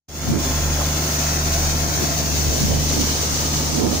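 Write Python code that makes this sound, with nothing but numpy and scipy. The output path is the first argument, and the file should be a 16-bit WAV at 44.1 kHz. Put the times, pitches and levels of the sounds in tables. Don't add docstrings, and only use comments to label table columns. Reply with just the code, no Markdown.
import sys
import numpy as np
from scipy import signal
from scipy.fft import rfft, irfft
from scipy.io import wavfile
from scipy.ndimage import map_coordinates

SR = 44100
rng = np.random.default_rng(int(sys.argv[2]) if len(sys.argv) > 2 else 0)


def dump_mix(stems):
    frames = np.atleast_2d(stems).T
    limited = np.clip(frames, -1, 1)
    pcm = np.round(limited * 32767).astype(np.int16)
    wavfile.write(sys.argv[1], SR, pcm)


N = 176400
TIME = np.arange(N) / SR
FREQS = np.maximum(np.fft.rfftfreq(N, 1 / SR), 1)
CYCLE_HZ, CYLINDERS = 12.435, 6
TURN_S = 2.58
ALIKE_HZ = 820


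def undb(db):
    return 10 ** (np.asarray(db) / 20)


def unit(x):
    return x / np.sqrt(np.mean(x ** 2))


def curve(table, column=1):
    rows = np.array(table)
    return np.interp(TIME, rows[:, 0], rows[:, column])


def response(table, column=1):
    rows = np.array(table)
    return np.interp(np.log(FREQS), np.log(rows[:, 0]), rows[:, column])


def colour(x, db):
    return unit(irfft(rfft(x) * undb(db), N))


def pan(db):
    return np.array([[1], [-1]]) * db / 2


def walk(rate_hz):
    slow = np.exp(-(FREQS / rate_hz) ** 2 / 2)
    slow[0] = 0
    return unit(irfft(rfft(rng.standard_normal(N)) * slow, N))


def delayed(x, delay_s):
    return map_coordinates(x, [np.arange(N) - SR * delay_s], order=3, mode="mirror")


def facing(at_s):
    return .5 + .5 * np.tanh(2 * (TIME - at_s))


# time in seconds, then levels in dB of the crankshaft tone, the firing tone and its octave.
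EXHAUST_LEVELS = [(.3, -40, -29.5, -32.5), (.7, -32, -25, -32.5), (.9, -39, -27, -31),
                  (1.08, -56, -31.5, -33.5), (1.25, -44, -29, -30.5), (1.6, -33, -25.5, -32),
                  (1.84, -38, -27, -31.5), (1.92, -45, -31, -35.5), (2.25, -54, -30, -31),
                  (2.48, -35, -25.5, -33.5), (2.58, -40, -30.5, -34), (2.72, -35, -24, -27.5),
                  (3.05, -43, -28.5, -35.5), (3.3, -55, -31, -35.5), (3.6, -46, -29, -30.5),
                  (3.83, -44, -34, -36), (4.0, -49, -28.5, -42)]

def exhaust(cycles):
    angle, tones = 2 * np.pi * cycles, 0
    for column, per_cycle in enumerate((2, CYLINDERS, 2 * CYLINDERS), start=1):
        tones = tones + undb(curve(EXHAUST_LEVELS, column)) * np.sin(per_cycle * angle)
    return np.sqrt(2) * tones * undb(pan(0.23))


def share_bass(pair):
    alike = .95 / (1 + (FREQS / ALIKE_HZ) ** 4)
    mid, side = rfft(pair) * np.sqrt([1 + alike, 1 - alike])
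    return irfft(np.array([mid + side, mid - side]), N)


def knocks(cycles, decay_s=0.019, fresh_share=0.58, scatter_db=2):
    size = 4096
    decay = np.exp(-np.arange(size) / SR / decay_s)
    own = rng.standard_normal((CYLINDERS, 2, size))
    own *= undb(0.1 * rng.standard_normal((CYLINDERS, 1, 1)))
    starts = np.flatnonzero(np.diff(np.floor(cycles * CYLINDERS)))
    out = np.zeros((2, N + size))
    for k, at in enumerate(starts):
        fresh = rng.standard_normal((2, size))
        knock = np.sqrt(1 - fresh_share) * own[k % CYLINDERS] + np.sqrt(fresh_share) * fresh
        out[:, at:at + size] += knock * decay * undb(scatter_db * rng.standard_normal())
    return share_bass(out[:, :N])


# frequency in Hz, boost in dB at the cab, boost in dB at the trailer.
BLOCK_COLOUR = [(50, -25, -32), (94, -2, -19), (148, -1.5, -11), (178, 1, -2), (258, 0, 8.5),
                (358, -1.5, -3), (447, -8.5, -4.5), (690, -10, -8.5), (1310, -22, -13.5),
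                (2000, -20.5, -41), (3070, -32, -25), (8000, -32, -51)]
# time in seconds, level of the clatter in dB.
CLATTER_LEVEL = [(.3, -32), (.7, -32), (1.6, -32.5), (2.1, -33.5), (3.2, -30), (4.0, -34)]

def clatter(cycles):
    firings, turned = knocks(cycles), facing(TURN_S)
    at_cab = colour(firings, response(BLOCK_COLOUR, 1))
    at_trailer = colour(firings, response(BLOCK_COLOUR, 2))
    return ((1 - turned) * at_cab + turned * at_trailer) * undb(curve(CLATTER_LEVEL))


# frequency in Hz, boost in dB.
VALVE_COLOUR = [(300, -32), (550, -3), (1000, 1), (1500, -1), (2200, -9), (3000, -18), (8000, -23)]
# time in seconds, level of the rattle in dB.
VALVE_LEVEL = [(.3, -38.5), (.7, -38), (.81, -35.5), (.95, -37.5), (1.2, -34), (1.6, -36), (2.1, -37),
               (2.2, -42.5), (2.8, -41.5), (3.3, -36.5), (4.0, -40.5)]
# time in seconds, head start on the left in seconds.
VALVE_LEAD = [(.9, 0.000092), (1.3, 0.00046), (4.0, 0.00035)]

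def valve_rattle(cycles, direct_share=0.49):
    lagging = cycles - .45 / CYLINDERS
    left = knocks(lagging, decay_s=0.011)[0]
    scattered = knocks(lagging, decay_s=0.011)
    direct = np.array([left, delayed(left, curve(VALVE_LEAD))])
    ticks = np.sqrt(direct_share) * direct + np.sqrt(1 - direct_share) * scattered
    return colour(ticks, response(VALVE_COLOUR)) * undb(curve(VALVE_LEVEL))


# pitch in Hz, level in dB at the cab, level in dB at the trailer.
GEAR_TONES = [(261.1, -43, -48), (559.6, -48, -54), (671.5, -44, -53), (820.7, -48, -51), (897, -54, -48),
              (1055, -46, -56), (1341, -49, -57), (1391, -52, -57), (1641, -53, -61), (4625, -59, -51)]

def gears(cycles, wobble_radians=.3, auger_heard_s=3.06):
    out, cab, auger = 0, 1 - facing(TURN_S), facing(auger_heard_s)
    for hz, cab_db, trailer_db in GEAR_TONES:
        phase = 2 * np.pi * (hz * cycles / CYCLE_HZ + rng.random())
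        side_shift = pan(min(hz / ALIKE_HZ, 2) * rng.standard_normal())
        strength = cab * undb(cab_db) + auger * undb(trailer_db)
        out = out + strength * np.sin(phase + side_shift + wobble_radians * walk(3.9))
    return out


def kernel_clicks(per_second=14000, spread_db=2.5):
    hit = rng.random((2, N)) < per_second / SR
    size = np.minimum(rng.exponential(size=(2, N)), 5)
    return hit * rng.choice([-1, 1], (2, N)) * undb(spread_db * size)


# delay in seconds, level in dB.
PANEL_ECHOES = [(.0015, -7), (.0031, -13.5), (.0058, -11)]

def panel_echoes(pair, drift_s=0.000209):
    out = pair
    for delay_s, db in PANEL_ECHOES:
        echo = [delayed(side, delay_s + drift_s * walk(0.31)) for side in pair]
        out = out + undb(db) * np.array(echo)
    return out


# frequency in Hz, boost in dB, left minus right in dB.
HISS_COLOUR = [(500, -12, -1), (1270, -10.5, -6.5), (2070, -7, -1), (3130, -7.5, -2), (3880, -6.5, 3),
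               (4300, -5, 2.5), (5460, -2, 0.5), (5910, 1.5, 2.5), (6840, -1, 1.5), (7900, -11.5, -4.5),
               (9300, -13, -1.2), (11900, -17.5, -4.5), (13800, -16.5, 9), (14350, -9.5, -0.5),
               (16160, -1, -14.5), (18000, -6, 11.5)]
# time in seconds, left minus right in dB.
HISS_PAN = [(.3, 0), (1.0, -0.2), (2.1, 1.5), (3.0, 0), (4.0, 1)]
# time in seconds, level of the hiss in dB.
HISS_LEVEL = [(.28, -25.5), (.38, -30.5), (.405, -24.5), (.65, -26), (.9, -24), (1.22, -23), (2.0, -24),
              (2.4, -23), (2.78, -25.5), (2.83, -24), (3.45, -24.5), (3.8, -25.5), (3.825, -29.5),
              (3.95, -26.5)]

def grain(lead_s=.00044, flicker_db=0.8):
    left = kernel_clicks()[0]
    direct = np.array([left, np.roll(left, round(lead_s * SR))])
    direct_share = 0.31 - 0.2 * facing(TURN_S)
    hits = np.sqrt(direct_share) * direct + np.sqrt(1 - direct_share) * kernel_clicks()
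    hiss = colour(panel_echoes(hits), response(HISS_COLOUR) + pan(response(HISS_COLOUR, 2)))
    flow = undb(curve(HISS_LEVEL) + flicker_db * walk(12))
    return hiss * undb(pan(curve(HISS_PAN))) * flow, flow


def sweep(pair, table, width_hz):
    freqs, times, frames = signal.stft(pair, SR, nperseg=1024, noverlap=768)
    at, hz, db = np.array(table).T
    bell = np.exp(-((freqs[:, None] - np.interp(times, at, hz)) / width_hz) ** 2 / 2)
    gain = undb(bell * np.interp(times, at, db))
    return signal.istft(frames * gain, SR, noverlap=768)[1][:, :N]


# time in seconds, frequency in Hz, boost in dB.
HISS_PEAK = [(.4, 6560, 2.2), (1.4, 6070, 2), (1.8, 6400, 2), (2.77, 6100, 0.67), (2.83, 6030, 3.7),
             (3.5, 6250, 1.7)]
# time in seconds, frequency in Hz, boost in dB (minus is a cut).
HIGH_BAND = [(.3, 6000, -2), (1.1, 5600, -4), (1.25, 5500, -0.5)]
MIDDLE_BAND = [(.9, 3400, 3), (1.1, 3200, -1), (1.87, 2840, -5), (2.6, 3070, 2)]
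LOW_BAND = [(2.05, 1150, 0), (2.75, 1320, -3.5), (2.95, 1450, -1)]

def passing_cab(engine, hiss):
    roar = engine + sweep(hiss, HISS_PEAK, width_hz=290)
    for band in (HIGH_BAND, MIDDLE_BAND, LOW_BAND):
        roar = sweep(roar, band, width_hz=126)
    return roar


# frequency in Hz, boost in dB.
RUMBLE_COLOUR = [(20, -26), (50, -5.5), (90, 7), (250, -7), (450, -7), (900, -12.5), (3000, -70)]
# time in seconds, level of the breeze in dB.
RUMBLE_LEVEL = [(.3, -36), (.7, -36.5), (1.1, -51), (1.6, -36.5), (2.3, -33.5), (2.65, -31), (3.15, -34.5),
                (4.0, -31.5)]

def breeze():
    rumble = colour(rng.standard_normal((2, N)), response(RUMBLE_COLOUR))
    return rumble * undb(curve(RUMBLE_LEVEL) + pan(-0.86))


# middle of the gust in seconds, half its length in seconds, level in dB,
# low edge in Hz, high edge in Hz, left minus right in dB.
WIND_GUSTS = [(0.303, .022, -19.5, 80, 231, 3), (0.335, 0.043, -25, 108, 310, -15.5),
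              (2.031, 0.019, -28, 200, 318, 8), (2.49, 0.015, -24, 35, 131, 5),
              (2.545, 0.041, -31.5, 297, 553, -4), (2.636, .02, -21.5, 70, 220, 3),
              (2.737, 0.049, -28.5, 65, 214, -13), (2.738, .03, -32, 300, 595, -15),
              (2.997, 0.028, -25, 205, 270, -9.5), (3.853, 0.038, -30, 417, 644, -8),
              (3.848, 0.088, -26, 172, 323, -12.5), (3.947, .04, -36, 450, 690, -15)]

def gusts():
    out = 0
    for at, half_s, db, low_hz, high_hz, pan_db in WIND_GUSTS:
        band_db = -10 * np.log10((1 + (FREQS / high_hz) ** 8.7) * (1 + (low_hz / FREQS) ** 5))
        swell = np.exp(-np.abs((TIME - at) / half_s) ** 1.8 / 2)
        out = out + colour(rng.standard_normal((2, N)), band_db) * swell * undb(db + pan(pan_db))
    return out


# frequency in Hz, boost in dB.
SWELL_COLOUR = [(280, -27), (480, 4), (950, -3), (2600, -25)]

def clatter_swell(cycles, at_s=0.804, half_s=0.035, db=-30.5):
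    swell = np.exp(-((TIME - at_s) / half_s) ** 2 / 2)
    return colour(knocks(cycles), response(SWELL_COLOUR)) * swell * undb(db)


# time in seconds, level of the ring above the roof in dB.
ROOF_LEVEL = [(.9, -48), (1.3, -42.5), (1.5, -42), (1.61, -36), (1.75, -42.5), (2.15, -37), (2.5, -50),
              (4.0, -52)]

def roof_ring(cycles, ring_hz=686, width_hz=83):
    peak_db = -20 * np.log10(1 + ((FREQS - ring_hz) / width_hz) ** 2)
    return colour(knocks(cycles), peak_db) * undb(curve(ROOF_LEVEL))


# frequency in Hz, boost in dB.
TUBE_COLOUR = [(1500, -37), (2800, -7), (4400, 3), (5800, 5), (7500, -0.5), (9000, -7), (13000, -19.5)]

def auger_rasp(flow, db=-30.5):
    rasp = colour(panel_echoes(kernel_clicks()), response(TUBE_COLOUR))
    return rasp * undb(db) * facing(TURN_S) * unit(flow)


# time in seconds, level of the auger drive's whine in dB.
DRIVE_LEVEL = [(2.0, -60), (2.7, -72), (3.0, -56), (3.4, -45), (3.7, -50)]

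def auger_whine(cycles, hz=1244):
    return np.sqrt(2) * np.sin(2 * np.pi * hz * cycles / CYCLE_HZ) * undb(curve(DRIVE_LEVEL))


def scene():
    cycles = np.cumsum(CYCLE_HZ * (1 + .0012 * walk(2))) / SR
    engine = clatter(cycles) + valve_rattle(cycles) + clatter_swell(cycles) + roof_ring(cycles)
    hiss, flow = grain()
    roar = passing_cab(engine, hiss + auger_rasp(flow))
    return exhaust(cycles) + gears(cycles) + roar + breeze() + gusts() + auger_whine(cycles)


# time in seconds, volume change in dB.
FADE_IN = [(.078, -72), (.086, -15.5), (.11, -12), (.18, -4), (.27, -0.5), (.4, 2.5)]

def record(dry, top_hz=15550):
    low_pass = signal.ellip(12, .2, 80, top_hz, fs=SR, output="sos")
    return signal.sosfilt(low_pass, dry * undb(curve(FADE_IN)))


dry = scene()
out = record(dry)
dump_mix(out)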